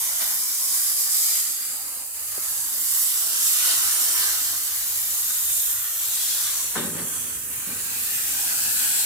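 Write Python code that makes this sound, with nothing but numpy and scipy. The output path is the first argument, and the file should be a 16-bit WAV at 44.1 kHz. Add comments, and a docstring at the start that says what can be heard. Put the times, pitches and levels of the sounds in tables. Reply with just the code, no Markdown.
"""A garden hose sprays the finned coil of an outdoor air conditioner, heard at two hand-held microphone ports.
From the start fine droplets hiss in the fins and heavier water splatters on the wire guard (shaped noise
with drop flutter), over a low yard rumble (lumpy low noise). Near 2 s the splash dips slightly for a moment,
then soft bumps fall (damped sines). Near 7 s the jet drums on a sheet-metal corner panel (slugs into
resonances) and leaves run-off; the splash dips slightly again and a last group of bumps follows."""
import sys
import numpy as np
from scipy import signal
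from scipy.io import wavfile
from scipy.ndimage import uniform_filter1d

SR = 44100
rng = np.random.default_rng(int(sys.argv[2]) if len(sys.argv) > 2 else 0)


def wav_out(sig):
    """Save sig, one row per channel (or a flat mono array), as 16-bit PCM at SR to the path in sys.argv[1]."""
    wavfile.write(sys.argv[1], SR, np.round(np.clip(np.atleast_2d(sig).T, -1, 1) * 32767).astype(np.int16))


N = 399105
SIZE, HOP = 1024, 256  # short-time spectra, samples

# Where the spray is heard from. Each row: time in seconds, lag of the left port in samples,
# left minus right of the hiss in dB, narrow-band level at the left port in dB (minus is a shadow).
BEARING = [(0, 6.5, 1, -22), (1.7, 4.5, 0.5, -18), (2.2, 4.5, 0, 1), (3.3, 8, 0, -13), (4.8, 7, 1, -14),
           (5.7, 3, 1, -14), (6.3, -1.5, 2, -12), (6.8, 5.5, 1.5, -3), (7.3, 2.5, -0.5, -6),
           (8, 6.5, 1, -2), (9.05, 3, 3.5, -3)]


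def amp(db):
    """Decibels to gain."""
    return 10 ** (np.asarray(db) / 20)


def evened(x):
    """Scales to unit rms."""
    return x / np.sqrt(np.mean(np.abs(x) ** 2) + 1e-20)


def read(points, hz):
    """A spectrum interpolated on a log-frequency axis."""
    point_hz, value = np.transpose(points)
    return np.interp(np.log(hz + 1), np.log(point_hz + 1), value)


def columns(rows, t):
    """The columns of a control table at times t."""
    s, *rest = np.transpose(rows)
    return [np.interp(t, s, column) for column in rest]


def grid():
    """Frame times (s) and bin frequencies (Hz) of the short-time spectra."""
    frame_s = np.arange(N // HOP + 5) * HOP / SR
    bin_hz = np.fft.rfftfreq(SIZE, 1 / SR)[:, None]
    return frame_s, bin_hz


def patches(seconds, hz):
    """A smooth random field over time and frequency, unit rms."""
    t, f = grid()
    frames = max(1, round(seconds * SR / HOP))
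    bins = max(1, round(hz * SIZE / SR))
    field = rng.standard_normal((len(t), len(f))).T
    for _ in range(2):
        field = uniform_filter1d(field, size=frames, axis=1)
        field = uniform_filter1d(field, size=bins, axis=0)
    return evened(field)


def spread_noise(shape_db, level_db, pan_db=0):
    """Noise from a wide source: partly alike at the ports, delayed by direction, shaded by the body."""
    # Each row: frequency in Hz, likeness of the ports from 0 to 1.
    likeness = [(60, 0.2), (200, 0.64), (700, 0.29), (1600, 0.3), (2500, 0.18), (8000, 0.12), (15000, 0.03)]
    # Shading by the hand-held body. Each row: frequency in Hz, left minus right in dB.
    balance_db = [(60, -3), (92, -7), (140, -11), (210, -7), (330, 3.5), (500, -6.5), (770, -2.5),
                  (1170, 2.5), (1790, 2), (2740, 0), (4190, -1.5), (6410, 0), (9810, -4.5), (15000, -0.5)]
    t, f = grid()
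    a, b, c, d = rng.standard_normal((len(t), len(f), 4)).T
    alike = np.clip(read(likeness, f), 0, 1)
    lag_samples = columns(BEARING, t)[0]
    late = np.exp(-2j * np.pi * f * lag_samples / SR)
    right = a + 1j * b
    left = alike * late * right + np.sqrt(1 - alike ** 2) * (c + 1j * d)
    lean = amp((read(balance_db, f) + pan_db) / 2)
    spectra = np.array([left * lean, right / lean]) * amp(shape_db)
    out = signal.istft(spectra, nperseg=SIZE, noverlap=SIZE - HOP)[1][:, :N]
    return out / np.std(out.mean(axis=0)) * amp(level_db)


def drops(per_s, spread_db, seconds):
    """Loudness flutter from drops of uneven size landing at random, each a short dying puff."""
    size = amp(spread_db * np.minimum(rng.exponential(1, N), 5))
    size = size * (rng.random(N) < per_s / SR)
    power = signal.lfilter([1], [1, -np.exp(-1 / (seconds * SR))], size ** 2)
    return evened(np.sqrt(power + 1e-9))


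def ring(x, modes):
    """Sum of resonances of sheet metal driven by x, neighbours in opposite phase."""
    out = 0
    for k, (hz, width_hz, db) in enumerate(modes):
        r, w = np.exp(-np.pi * width_hz / SR), 2 * np.pi * hz / SR
        mode = signal.lfilter([1, 0, -r], [1, -2 * r * np.cos(w), r * r], x)
        out = out + (-1) ** k * amp(db) * mode * np.sqrt(width_hz)
    return out


def rumble():
    """Far traffic and moving air: low noise in short narrow lumps that come and go."""
    # Each row: time in seconds, level in dB.
    level_rows = [(0, -62), (0.5, -64.5), (1.3, -67.5), (2.3, -61), (3, -60.5), (3.5, -58.5), (4.5, -56.5),
                  (6.5, -56), (7.0, -50.5), (7.35, -50), (7.8, -55), (8.3, -53), (9.05, -56)]
    # Each row: frequency in Hz, relative density in dB.
    yard_colour = [(15, -41), (25, -16), (65, 4.5), (118, 3.5), (146, -2.5), (200, -16), (320, -16),
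                   (500, -2), (650, -64), (1100, -120)]
    hz = np.fft.rfftfreq(4096, 1 / SR)[:120, None]
    a, b, c, d, lumps = rng.standard_normal((N // 1024 + 5, len(hz), 5)).T
    lumps = uniform_filter1d(lumps, size=5, axis=1)
    lumps = evened(uniform_filter1d(lumps, size=2, axis=0))
    common, apart = a + 1j * b, c + 1j * d
    ports = np.array([common + 0.56 * apart, common - 0.43 * apart])
    ports = ports * amp(read(yard_colour, hz) + 4.6 * lumps)
    ports = np.pad(ports, ((0, 0), (0, 2049 - len(hz)), (0, 0)))
    out = signal.istft(ports, nperseg=4096, noverlap=3072)[1][:, :N]
    return evened(out) * amp(columns(level_rows, np.arange(N) / SR)[0])


def bumps():
    """Soft dull knocks, perhaps shoes or the hose on concrete: quickly damped swings, sagging in pitch."""
    # Each row: start in seconds, level in dB before onset and port gain, nominal pitch in Hz,
    # 60 dB decay in seconds.
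    knocks = [(2.379, -24.5, 434, 0.014), (2.386, -35, 280, .025), (3.52, -42, 103, 0.059),
              (7.579, -32, 109.5, 0.032), (7.674, -29, 183, 0.027), (7.7, -34, 156, 0.028),
              (7.759, -32, 81, .03)]
    out, t = np.zeros(N), np.arange(round(0.2 * SR)) / SR
    for s, db, hz, t60 in knocks:
        part = out[round(s * SR):][:len(t)]
        sag = 0.84 + 0.32 * np.exp(-t * hz * 0.27)
        onset = 1 - np.exp(-t * hz * 3.4)
        part += amp(db - 60 * t / t60) * np.sin(2 * np.pi * hz * t * sag) * onset
    return out * amp([[0.5], [-0.5]])


def drumming(t):
    """Force on the panel and on its upper modes: surges that fade and soften, over the run-off."""
    # Surges of the jet. Each row: start in seconds, force in dB before fade,
    # upper-mode drive relative to force in dB before softening.
    surge_rows = [(6.75, -32.5, -1.5), (6.78, -39.5, -17), (6.81, -43, -14), (6.86, -39, -13),
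                  (6.94, -44, -7), (6.975, -54, 2.5), (7.67, -46.5, -26)]
    rise_s, fade_db_per_s, soften_db_per_s = 0.0087, 128, 126
    # water left running down the panel: a fading part and a steady part
    runoff_db, runoff_fade_db_per_s, runoff_rest_db, runoff_hard_db = -55, 30, -55, -7.5
    since = np.maximum(t - surge_rows[0][0], 0)
    runoff = amp(runoff_db - runoff_fade_db_per_s * since) + amp(runoff_rest_db)
    force = (since > 0) * runoff
    upper = force * amp(runoff_hard_db)
    for s, db, hard_db in surge_rows:
        since = np.maximum(t - s, 0)
        surge = np.minimum(since / rise_s, 1) * amp(db - fade_db_per_s * since)
        force = force + surge
        upper = upper + surge * amp(hard_db - soften_db_per_s * since)
    return force, upper


def panel():
    """Slugs of water beat the corner panel; a square hit also wakes its upper modes."""
    # Both tables, each row: mode frequency in Hz, width in Hz, relative level in dB.
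    lower_modes = [(105, 15, -11.5), (166, 13, -6.5), (235, 31, -2), (282, 33, -4.5), (322, 37, -7),
                   (371, 42, -6), (453, 125, -5.5), (581, 37, -9.5)]
    upper_modes = [(890, 280, 0.5), (1270, 90, 0.5), (1533, 69, 1), (1840, 130, 1), (2200, 700, -6)]
    force, upper = drumming(np.arange(N) / SR)
    slugs = amp(1.1 * np.minimum(rng.exponential(1, (N, 2)), 5))
    slugs = slugs * (rng.random((N, 2)) < 3000 / SR)  # 3000 per second
    common, apart = (slugs * rng.standard_normal((N, 2))).T
    slugs = np.array([common + 0.25 * apart, common - 0.35 * apart])
    sound = ring(slugs * force, lower_modes) + ring(slugs * upper, upper_modes)
    # a panel this small radiates no deep bass
    sound = signal.sosfilt(signal.butter(3, 85, "high", fs=SR, output="sos"), sound)
    # slug strength to sound at each port; the panel lies to the left
    return sound * amp([[-29.5], [-33]])


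def slaps(t):
    """Swells in dB as the fan crosses something solid: each rises to its peak and falls away."""
    # Each row: peak time in seconds, swell in dB, rise in seconds, fall in seconds.
    swells = [(0.22, 7, 0.046, 0.16), (3.7, 4.5, 0.15, 0.084), (4.23, 4, 0.09, 0.36),
              (6.779, 8, 0.044, 0.14), (7.0, 6, 0.068, 0.05)]
    return sum(np.interp(t, [s - rise, s, s + fall], [0, db, 0]) for s, db, rise, fall in swells)


def splatter(colour_db):
    """Coarser water slapping the guard wires and dripping inside the housing."""
    # Each row: time in seconds, level in dB, weight as downward tilt in dB per octave.
    splatter_rows = [(0.0, -41, 2), (0.5, -42, 2.5), (1.18, -43, 2), (1.9, -46, 4.5), (2.2, -46.5, 3),
                     (2.47, -42.5, 2.5), (3.48, -40, 0.5), (3.7, -35, 0), (4.11, -35.5, 1),
                     (4.91, -42, 0.5), (6.02, -42, -0.5), (6.32, -39, 0.5), (7.05, -44, 5), (7.36, -44, -1),
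                     (7.56, -43.5, 0.5), (8.17, -39.5, 1), (9.05, -37.5, -1)]
    # Each row: frequency in Hz, relative density in dB.
    guard_colour = [(120, -58), (200, -28), (281, -15.5), (379, -24), (463, -20), (773, -12), (879, -11),
                    (1070, -7), (1670, -5.5), (1950, -3.5), (2180, -6), (6000, -4), (7800, -17),
                    (13200, -120)]
    slap_hz, slap_width_hz, slap_share = 3920, 1300, 0.65  # a swell is strongest in this band
    t, f = grid()
    tilt = -columns(splatter_rows, t)[1] * np.log2(np.clip(f, 250, 7000) / 1500)
    tilt = tilt + slap_share * slaps(t) * np.exp(-((f - slap_hz) / slap_width_hz) ** 2)
    drift = 1.04 * patches(0.07, 300) + 0.5 * patches(0.05, 1200)
    now = np.arange(N) / SR
    level_db = columns(splatter_rows, now)[0] + slaps(now)
    noise = spread_noise(read(guard_colour, f) + tilt + drift + colour_db, level_db)
    return noise * drops(3000, 0.9, 0.008)


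def colouring():
    """The dB field of colours that hiss and splatter pass through, one for each port."""
    # Narrow drifting bands where the splash is stronger or weaker. Each row: start in seconds,
    # end in seconds, frequency at start in Hz, frequency at end in Hz, width in Hz, level in dB.
    drifting_bands = [(1, 1.46, 1180, 1370, 64, 5), (3, 0.89, 710, 740, 87, 0),
                      (0, 0.76, 235, 220, 45, 5.5), (0, 0.68, 3300, 3600, 210, -2),
                      (0.25, 1.34, 5100, 4900, 290, 5), (0.9, 3, 5000, 4640, 380, 3.5),
                      (-0.3, 5.7, 3315, 3340, 99, -9.5), (2.5, 4.05, 2620, 2100, 310, -5),
                      (3, 4.5, 1170, 1400, 260, 2.5), (5, 5.8, 3600, 3630, 320, 3.5),
                      (6.1, 6.7, 4100, 5500, 1200, 2.5), (6, 6.6, 3700, 3600, 440, 2),
                      (4, 9.6, 2300, 2030, 380, -3), (7.1, 7.6, 4070, 4250, 210, -10),
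                      (8.4, 9.6, 1560, 1670, 180, 6.5), (7, 10.3, 850, 820, 150, 5),
                      (8, 9.6, 1040, 1230, 170, -6.5), (7.5, 9.6, 2470, 2600, 280, 5.5),
                      (7, 8.1, 5360, 6000, 310, -5), (0, 1.06, 5800, 7500, 550, 1),
                      (0.7, 0.88, 310, 210, 95, -11), (2.5, 4.8, 300, 290, 51, 5),
                      (5, 7.2, 390, 277, 62, -5), (1.5, 4.1, 5100, 5800, 520, 1),
                      (3, 4.4, 3600, 3400, 690, 1), (3, 4.1, 1840, 1800, 250, -1.5),
                      (3.3, 4.7, 920, 910, 76, -4), (7, 8.66, 1700, 1700, 270, 2.5),
                      (5.5, 6.1, 4500, 4900, 610, -3.5), (7, 7.83, 890, 790, 180, -6.5),
                      (7.5, 11.5, 530, 520, 80, -9), (0, 1.7, 2600, 2750, 280, -4),
                      (2, 3.2, 270, 310, 80, -5.5), (2, 4.75, 160, 210, 52, -10),
                      (1.5, 2.4, 5700, 5400, 450, -4.5), (1.8, 2.4, 3400, 3700, 350, -4),
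                      (6.5, 7.75, 5000, 4850, 390, -6.5), (7, 7.87, 3800, 3330, 240, -7),
                      (8, 9.6, 4600, 4200, 480, 2.5), (5, 6.9, 350, 430, 90, -3.5),
                      (0, 1.1, 315, 370, 45, -6), (4, 3.7, 2200, 2000, 410, -1)]
    # Short dips below the treble. Each row: start in seconds, end in seconds, level in dB.
    short_dips = [(2.046, 2.15, -4), (7.373, 7.52, -4)]
    dip_edge_s, dip_top_hz = 0.03, 6540  # a dip fades out above its top
    shadow_hz, shadow_width_hz = 2610, 137
    t, f = grid()
    field = 0.8 * np.exp(-f / 9000) * patches(0.25, 110)
    field = field + 3.4 * np.exp(-f / 3000) * patches(0.11, 60)
    # the low splash comes in thin uneven lumps
    field = field + 5 * np.exp(-f / 450) * patches(0.052, 45)
    # fine random unevenness of tone, strongest near 4 kHz
    field = field + 1.88 * np.exp(-((f - 4000) / 5000) ** 2) * patches(0.04, 45)
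    for start, end, hz0, hz1, width_hz, db in drifting_bands:
        present = np.clip(np.minimum(t - start, end - t) / 0.24 + 0.5, 0, 1)
        centre_hz = np.interp(t, [start, end], [hz0, hz1])
        field = field + db * present * np.exp(-((f - centre_hz) / width_hz) ** 2)
    for start, end, db in short_dips:
        present = np.clip(np.minimum(t - start, end - t) / dip_edge_s + 0.5, 0, 1)
        field = field + db * present / (1 + (f / dip_top_hz) ** 4)
    shadow = columns(BEARING, t)[2] * np.exp(-((f - shadow_hz) / shadow_width_hz) ** 2)
    # each port has its own slow random colouring, weaker in the treble
    own_db = 1.7 * np.exp(-f / 14000)
    left = field + shadow + own_db * patches(0.2, 80)
    right = field + own_db * patches(0.19, 80)
    return np.array([left, right])


def hiss(colour_db):
    """Countless droplets breaking in the fins; the colour drifts as the fan sweeps and turns."""
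    # Each row: time in seconds, level in dB, fineness as tilt in dB per octave.
    spray_rows = [(0.0, -26, 1), (0.15, -28, -1), (0.2, -25, 1.5), (0.5, -26.5, 1), (0.83, -23.5, 1),
                  (1.06, -26, 1), (1.16, -22.5, 2), (1.34, -23.5, -0.5), (1.56, -29, 0.5), (2.09, -34, 3),
                  (2.52, -28, 2.5), (2.72, -28.5, 3), (2.97, -23, 2.5), (3.35, -25.5, 0), (3.48, -21.5, 0),
                  (4.16, -22.5, 1), (4.64, -27.5, 2), (5.67, -25.5, 1), (5.85, -30.5, 2.5), (6.25, -25, 1),
                  (6.45, -25, -0.5), (6.91, -32.5, 1.5), (7.11, -29.5, 0), (7.41, -32.5, 2),
                  (8.75, -24, 3.5), (9.05, -24, 3)]
    # Each row: frequency in Hz, relative density in dB.
    hiss_colour = [(150, -45), (500, -31), (1470, -26.5), (2500, -10), (2960, -13), (3380, -7.5),
                   (3650, -11.5), (5410, -7), (7650, 0.5), (10700, -2), (12800, -2.5), (15100, -4.5),
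                   (15800, -15)]
    # Brightest band. Each row: time in seconds, centre in Hz, boost in dB.
    bright_rows = [(0, 12000, 2.5), (1.4, 11900, 3.5), (2, 11400, 0.5), (2.75, 11880, 2.5), (3.1, 12000, 1),
                   (4.2, 13100, 1), (5.3, 12900, 4), (5.9, 12800, 4.5), (6.5, 11100, 1), (7.5, 9900, 1.5),
                   (9.05, 11900, -0.5)]
    t, f = grid()
    fine_db = columns(spray_rows, t)[1]
    bright_hz, bright_db = columns(bright_rows, t)
    tilt = fine_db * np.log2(np.maximum(f, 2000) / 9000)
    hump = bright_db * np.exp(-((f - bright_hz) / 1200) ** 2)
    drift = 0.9 * patches(0.4, 600) + 0.5 * patches(0.05, 1500) + 0.5 * patches(0.04, 6000)
    level_db = columns(spray_rows, np.arange(N) / SR)[0]
    shape_db = read(hiss_colour, f) + tilt + hump + drift + colour_db
    noise = spread_noise(shape_db, level_db, columns(BEARING, t)[1])
    return noise * drops(12000, 1.0, 0.0014)


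def scene():
    """All sources at the two microphone ports."""
    colour_db = colouring()
    return rumble() + bumps() + panel() + splatter(colour_db) + hiss(colour_db)


def record(dry):
    """Upper band limit at the microphones: a steep linear-phase low-pass at 15830 Hz."""
    low_pass = signal.firwin(1023, 15830, window=("kaiser", 9), fs=SR)
    return signal.oaconvolve(dry, low_pass[None], "same")


dry = scene()
out = record(dry)
wav_out(out)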